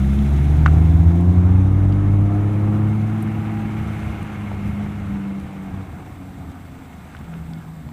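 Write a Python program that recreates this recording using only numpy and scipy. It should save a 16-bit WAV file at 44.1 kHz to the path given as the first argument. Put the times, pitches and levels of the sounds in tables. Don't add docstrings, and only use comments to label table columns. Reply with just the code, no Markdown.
import sys
import numpy as np
from scipy import signal
from scipy.io import wavfile
from scipy.ndimage import uniform_filter1d

SR = 44100
rng = np.random.default_rng(int(sys.argv[2]) if len(sys.argv) > 2 else 0)


def wav_out(sig):
    wavfile.write(sys.argv[1], SR, np.round(np.clip(np.atleast_2d(sig).T, -1, 1) * 32767).astype(np.int16))


def rack_gain(trim_db):
    fader = np.asarray(trim_db, float)
    return 10 ** (fader / 20)


N = 349272


def evened(x):
    return x / np.sqrt(np.mean(x ** 2) + 1e-20)


def clock():
    return np.arange(N) / SR


def curves(rows):
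    s, *columns = np.transpose(rows)
    return [np.interp(clock(), s, c) for c in columns]


def read(points, hz):
    f, value = np.transpose(points)
    return np.interp(np.log(hz + 1), np.log(f + 1), value)


def bell(x, centre, half_width):
    return np.exp(-.5 * ((x - centre) / half_width) ** 2)


def drift(rate_hz):
    points = rng.standard_normal(400)
    coarse = np.interp(np.arange(0, N + 64, 64) / SR * rate_hz, np.arange(400), points)
    return uniform_filter1d(coarse, size=9).repeat(64)[:N]


def noise(shape, patchy_db, flicker_db, size=512):
    frames, hz = 4 * N // size + 5, np.fft.rfftfreq(size, 1 / SR)
    a, b, patches = rng.standard_normal((frames, len(hz), 3)).T
    patches = uniform_filter1d(patches, size=7, axis=0)
    patches = evened(uniform_filter1d(patches, size=14, axis=1))
    flicker = evened(uniform_filter1d(rng.standard_normal(frames), size=5))
    level_db = read(shape, hz)[:, None]
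    z = (a + 1j * b) * rack_gain(level_db + patchy_db * patches + flicker_db * flicker)
    return evened(signal.istft(z, nperseg=size, noverlap=3 * size // 4)[1][:N])


# t/s, gas level/dB, tyre and rasp level/dB
CAR = [(0, -41, -44), (.46, -38.5, -45), (.79, -33.5, -45), (.97, -36.5, -47.5), (1.249, -34.5, -48.5),
       (2.14, -35.5, -48.5), (2.4, -35, -46.5), (2.82, -34, -46), (3.02, -38, -45), (3.37, -37, -43),
       (4.06, -42.5, -41.5), (4.3, -42.5, -42), (5.09, -43.5, -46), (5.8, -46, -50.5), (6.37, -51, -54.5),
       (6.9, -53.5, -53), (7.37, -49.5, -52), (7.92, -54.5, -57)]
# t/s, f/Hz
FIRING = [(0, 66.8), (.625, 75.4), (.86, 80.9), (1, 81.4), (1.28, 88.6), (1.43, 89.4), (1.62, 94.2),
          (2, 98.8), (2.75, 105), (3.125, 107.7), (4.05, 106.8), (4.6, 101.1), (4.875, 102.7), (5.2, 98.9),
          (6.4, 91.4), (7.25, 83.05), (7.75, 79.87), (7.92, 76.3)]
# t/s, firing tone level/dB, 2nd multiple level/dB
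DRONE = [(0, -16.5, -22.5), (.25, -18.5, -25), (.4, -14.5, -19.5), (.9, -12.5, -18.5), (1.4, -12, -18),
         (1.75, -15.5, -29), (2.12, -15, -24.5), (2.5, -19.5, -29.5), (2.7, -16.5, -24), (3.3, -25.5, -27),
         (4, -29.5, -30), (4.25, -38, -37.5), (4.65, -29.5, -28.5), (5.1, -32, -31), (5.3, -48.5, -31.5),
         (6.3, -39, -51.5), (6.7, -45, -68), (7.92, -59, -50)]
# f/Hz, level above the gas/dB
MUFFLER = [(198, 18.5), (209, 19.5), (217, 5), (238, -18), (250, -3.5), (265, 2), (300, 7), (322, 0)]
# start t/s, length/s, level/dB of the firing tone, 2nd and 3rd multiple
BOOMS = [(5.092, 0.3, -65, -26.5, -41.5), (5.555, 0.12, -48, -31.5, -43), (5.74, .07, -31, -34, -42),
         (6.197, .1, -38.5, -42.5, -43), (6.354, 0.055, -44, -36, -42), (6.397, 0.15, -50, -56, -40.5),
         (6.7, 0.14, -52, -55, -43.5), (7.3, 0.13, -59, -32, -50), (7.49, 0.091, -58, -33, -62),
         (7.667, .14, -58, -36, -55), (7.836, .15, -52, -44, -42)]


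def firing_levels_db():
    t = clock()
    coast_db = -9 * np.clip((t - 4.1) / 0.31, 0, 1)
    third_db = curves(CAR)[0] + read(MUFFLER, curves(FIRING)[0] * 3) + 1.07 + coast_db
    out = np.array(curves(DRONE) + [third_db])
    edge_db_per_s = 260
    for s, length, *db in BOOMS:
        outside_s = np.maximum(np.maximum(s - t, t - s - length), 0)
        out = np.maximum(out, np.array(db)[:, None] - edge_db_per_s * outside_s)
    return out


# t/s, level relative to the tone/dB
BEAT = [(0, -46), (.4, -6.5), (.8, -8.5), (1, -4), (1.2, -8), (1.5, -7.5), (1.9, -6), (2.3, -11.5),
        (2.7, -17), (3.1, -19), (3.6, -37)]


def exhaust():
    hz, levels_db = curves(FIRING)[0], firing_levels_db()
    turns = 2 * np.pi * np.cumsum(hz) / SR
    lines = [np.sqrt(2) * rack_gain(db + 0.88 * drift(30) + 1.03 * drift(9.8)) for db in levels_db]
    wobble = 0.052 * drift(25)
    lags = [0, 2.8, 2.8]
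    tone = 0
    for k, (line, lag) in enumerate(zip(lines, lags), 1):
        tone = tone + line * np.cos(k * (turns + wobble) + lag)
    block_hz, in_step_s = SR / 128, 1.18
    beat = 4 * turns - 2 * np.pi * block_hz * clock()
    beat -= beat[round(in_step_s * SR)] - 2.3
    chop = .85 * np.tanh(2.8 * (np.cos(beat) - .3)) + .2
    folded = chop * np.cos(turns) + 0.22 * np.cos(turns - beat)
    return tone + lines[0] * rack_gain(curves(BEAT)[0]) * folded


# level/dB by sixths of the firing rate above a whole multiple, whole multiples first
CYLINDERS_DB = [3.5, -1.5, -14.5, 0, -6, -2.5]
# f/Hz, level/dB
PIPE = [(15, -25.5), (60, -9), (100, -8.5), (160, 13), (230, -6), (290, 5), (400, -5), (500, -8.5),
        (620, -12), (720, -5), (820, -13), (900, -14.5), (1200, -14.5), (1450, -10.5)]
# t/s, lift/dB
LOAD = [(0, 2.5), (1, 2.5), (1.601, 0.5), (2.4, 1), (2.9, -1.5), (3.2, -4.5), (4.2, -4), (4.6, 0.5), (6, 1),
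        (7.92, -5)]
# level above the gas/dB, load share (dB per dB), swell t/s, swell level/dB, half width/s
STRONG = [
    (-1, 0.5, 2.8, 6, 0.49),
    (-5, -0.7, 4.8, 7.5, 0.39),
    (-8, 1, 0.95, 7, 0.54),
    (-10, 2, 0.46, 9, .17),
    (-14.5, 1.45, 2.4, 4.5, 0.33),
    (-18.5, -0.5, 2.35, 15, 0.085),
    (-24.5, -1.4, 3.7, 13.5, .3),
    (-28.5, -2.2, 4.36, 12.5, 0.31),
]


def crank_orders():
    step = 8
    hz, level_db, load_db = (curves(rows)[0][::step] for rows in (FIRING, CAR, LOAD))
    t = clock()[::step]
    strong = {}
    for k, (db, share, s, up_db, wide_s) in zip((8, 9, 20, 24, 30, 42, 45, 46), STRONG):
        strong[k] = level_db + db + share * load_db + up_db * bell(t, s, wide_s)
    turns, out = 2 * np.pi * np.cumsum(hz) * step / SR, 0
    for k in range(1, 81):
        if k in (6, 12, 18):
            continue
        order_hz, whole = hz * k / 6, k % 6 == 0
        if k in strong:
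            ring_db = 13.5 * bell(order_hz, 350.3, 17.5) * bell(t, 0, 1.255) * whole
            db = strong[k] + 3.0 + 3 * drift(7)[::step] + ring_db
            blur = .35
        else:
            db = level_db - 7.5 + CYLINDERS_DB[k % 6] + read(PIPE, order_hz) + load_db * whole
            db = db + 2.8 * drift(6)[::step]
            blur = .035 * k
        phase = 6.36 * rng.random() + blur * drift(14)[::step]
        out = out + rack_gain(db) * np.cos(k / 6 * turns + phase)
    return signal.resample_poly(out, step, 1)[:N]


def grit():
    pops_per_s = 220
    sizes = rack_gain(2.5 * np.minimum(rng.exponential(1, N), 4)) * rng.standard_normal(N)
    pops = sizes * (rng.random(N) < pops_per_s / SR)
    band = signal.butter(4, [700, 2300], "band", fs=SR, output="sos")
    return evened(signal.sosfilt(band, pops))


# f/Hz, level/dB per Hz
ROAR = [(150, 1.5), (250, 5.5), (284, -3.5), (420, -11.5), (588, -15.5), (705, -5), (988, -14),
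        (1290, -14.5), (1900, -19.5), (2200, -37.5), (2860, -76.5), (4840, -120)]
# f/Hz, level/dB per Hz
RASP = [(650, -4.5), (1100, -3), (1330, -0.5), (1810, -7), (2190, -4), (2840, -10), (3100, -14),
        (3980, -28.5), (4400, -28), (5500, -38.5), (7150, -61), (12100, -120)]
# f/Hz, level/dB per Hz
HISS = [(2060, -15), (3500, 5.5), (3980, 2), (4480, -7.5), (6120, -2), (7780, -6), (9770, -6.5),
        (13000, -11), (14600, -50), (15200, -19)]


def road():
    gas_db, rasp_db = curves(CAR)
    t = clock()
    roar_db = -38.5 + 0.42 * (gas_db + 40)
    near_db = 7 * bell(t, 0, 1.1)
    vent_db = 2 * bell(t, 3.95, 0.15)
    hiss_db = -55.5 + 0.32 * (rasp_db + 49) + near_db + vent_db
    turns = 2 * np.pi * np.cumsum(curves(FIRING)[0]) / SR
    puff = 1 + 0.11 * np.cos(turns) + 0.073 * np.cos(turns / 3)
    roar = rack_gain(roar_db + 2.5) * noise(ROAR, 1.9, 0.47, size=1024)
    body_hz, body_wide_hz = 2152, 30
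    body = signal.iirpeak(body_hz, body_hz / body_wide_hz, SR)
    ringing = evened(signal.lfilter(*body, rng.standard_normal(N)))
    rasp = noise(RASP, 0.87, 0.77) + rack_gain(-11.5) * ringing + rack_gain(-14) * grit()
    hiss = rack_gain(hiss_db - 4.5) * noise(HISS, 0.76, 1.0)
    return puff * (roar + rack_gain(rasp_db + 1.37) * rasp) + hiss


# peak t/s, peak level/dB, rise/s and fall/s over 20 dB
GUSTS = [(3.801, -29.5, 0.16, 0.49), (3.96, -30.5, .3, .6), (4.1, -29.5, 0.58, 0.17),
         (4.22, -32, 0.18, 0.095), (4.57, -34, 1.1, 0.17), (4.67, -26, .06, .25), (5.0, -34, 1.6, .25),
         (5.13, -34.5, .4, 0.14), (5.31, -42, 0.098, .1), (5.44, -33, 0.083, 0.067),
         (5.59, -36, 0.034, .04), (5.75, -35, 0.062, .05), (5.93, -35.5, 0.18, .12), (6.11, -39, 0.15, .17),
         (6.5, -35, 0.32, 0.046), (6.74, -41, .15, .03), (7.05, -39, 0.37, 0.045), (7.2, -36, 0.12, 0.22),
         (7.37, -37.5, 0.038, 0.47), (7.59, -43, 0.67, 0.028), (7.69, -53, .08, .15), (7.87, -37, .06, .12)]


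def gusts_db():
    t, out = clock(), np.full(N, -90.)
    for s, db, rise_s, fall_s in GUSTS:
        out = np.maximum(out, db - 20 * np.maximum((s - t) / rise_s, (t - s) / fall_s))
    return out


# t/s, level/dB
RUMBLE = [(0, -26.5), (.5, -27.5), (1, -30.5), (1.5, -39.5), (2.5, -32), (3.4, -30), (3.7, -32),
          (3.95, -68)]
# f/Hz, level/dB per Hz
WIND = [(20, -32.5), (45, 3), (70, 12.5), (110, 8), (160, 12), (230, 1), (330, -7.5), (480, -43)]


def wind():
    gust_db = gusts_db()
    lumps = rack_gain(np.maximum(curves(RUMBLE)[0], gust_db) + 0.5) * noise(WIND, 1.5, 1.0, size=2048)
    thud_hz = 77 + 4.6 * drift(6.9)
    return lumps + rack_gain(gust_db + 2.0) * np.cos(2 * np.pi * np.cumsum(thud_hz) / SR)


# f/Hz, level/dB per Hz
FIELD = [(2500, -25.5), (3600, -14), (4600, -2), (6800, -26.5), (7300, -0.5), (8650, -0.5), (8900, -14),
         (12000, -6.5), (15200, -3)]
# t/s, level/dB
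FIELD_DB = [(0, -80.5), (4, -60.5), (5, -64), (6, -60.5), (7.92, -59.5)]


def far_field():
    return rack_gain(curves(FIELD_DB)[0]) * noise(FIELD, 1.21, 0.46)


def rings(events, noise_share, rise_s=0.00061):
    out, t = np.zeros(N), np.arange(1500) / SR
    for s, db, hz, t60 in events:
        band = signal.butter(2, [.7 * hz, min(1.4 * hz, 16000)], "band", fs=SR, output="sos")
        burst = evened(signal.sosfilt(band, rng.standard_normal(1500)))
        wave = noise_share * burst - (1 - noise_share) * np.sin(2 * np.pi * hz * t)
        part = out[round(s * SR):][:1500]
        part += (rack_gain(db - 60 * t / t60) * np.tanh((t / rise_s) ** 2) * wave)[:len(part)]
    return out


# t/s, peak level/dB, f/Hz, t60/s
CLICKS = [(0.097, -36, 3900, 0.0088), (0.1894, -31, 3160, 0.008), (0.2768, -38, 3220, 0.008),
          (1.9245, -32, 3060, 0.0078), (3.8636, -43, 3120, 0.0069), (4.145, -45, 3280, 0.0072),
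          (5.9196, -51, 3010, 0.0081), (7.1671, -35.5, 3000, 0.0077), (7.3394, -38, 2600, 0.0076),
          (7.5347, -37, 3540, 0.008), (7.8891, -42, 3355, 0.01)]
# t/s, peak level/dB, f/Hz, t60/s
SNAPS = [(0.1394, -48, 6150, 0.0073), (0.5694, -44, 6660, 0.006), (1.2096, -41, 6910, 0.0072),
         (4.2283, -38, 7950, 0.0055), (5.3994, -46, 7220, 0.0061), (6.5166, -46, 7480, 0.006),
         (7.1894, -47, 7166, 0.0061)]
# t/s, peak level/dB, f/Hz, t60/s
TICKS = [(0.768, -28, 665.5, 0.022), (2.675, -26, 724, 0.017), (2.733, -30, 710.6, 0.013),
         (4.516, -23.5, 753.2, 0.015), (5.141, -36, 782.5, 0.015), (5.172, -40, 1350, 0.024),
         (7.149, -30, 1483, 0.013), (7.889, -34, 965, 0.016), (7.2429, -42, 2242, 0.013),
         (7.3357, -39, 1420, 0.022), (7.5547, -38, 1705, 0.015)]


def handling():
    return rack_gain(5.5) * (rings(CLICKS, .42) + rings(SNAPS, .8) + rings(TICKS, .25))


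# f/Hz, level/dB, t60/s
STONE = [(1310, 0, .005), (2200, -13, .005), (3000, -21, .005), (4600, -29, .003), (6000, -29, .003),
         (7200, -34, .003)]
# t/s, peak level/dB, f/Hz, t60/s
ECHOES = [(.6638, -17, 1380, 0.019), (.6655, -29, 3786, 0.0093), (.6682, -24, 1520, 0.018),
          (.6772, -19, 1400, 0.016), (.6838, -24, 1290, 0.012), (.6948, -35, 1910, .016)]


def stone_crack():
    modes = [(.66117 - hz * 6e-8, 7.5 + db, hz, t60) for hz, db, t60 in STONE]
    return rings(modes, .04, rise_s=.0005) + rack_gain(5.5) * rings(ECHOES, .3)


# t/s, peak level/dB, f/Hz, t60/s
JINGLE = [(3.2235, -46, 8580, .03), (3.2235, -44, 9600, .025), (3.2245, -45, 11300, .035),
          (3.227, -50, 14190, .025)]


def jingle():
    return rack_gain(5.5) * rings(JINGLE, .3)


def scene():
    car = exhaust() + crank_orders() + road()
    air = wind() + far_field()
    return (car + air + handling() + stone_crack() + jingle())[None]


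def band_limit(x):
    return signal.sosfilt(signal.butter(12, 16320, fs=SR, output="sos"), x)


def record(dry):
    cut = signal.sosfilt(signal.butter(2, 30, "high", fs=SR, output="sos"), dry)
    edge = signal.firwin(1023, 15310, window=("kaiser", 9), fs=SR)
    cut = signal.oaconvolve(cut, edge[None], "same")
    return band_limit(cut)


dry = scene()
out = record(dry)
wav_out(out)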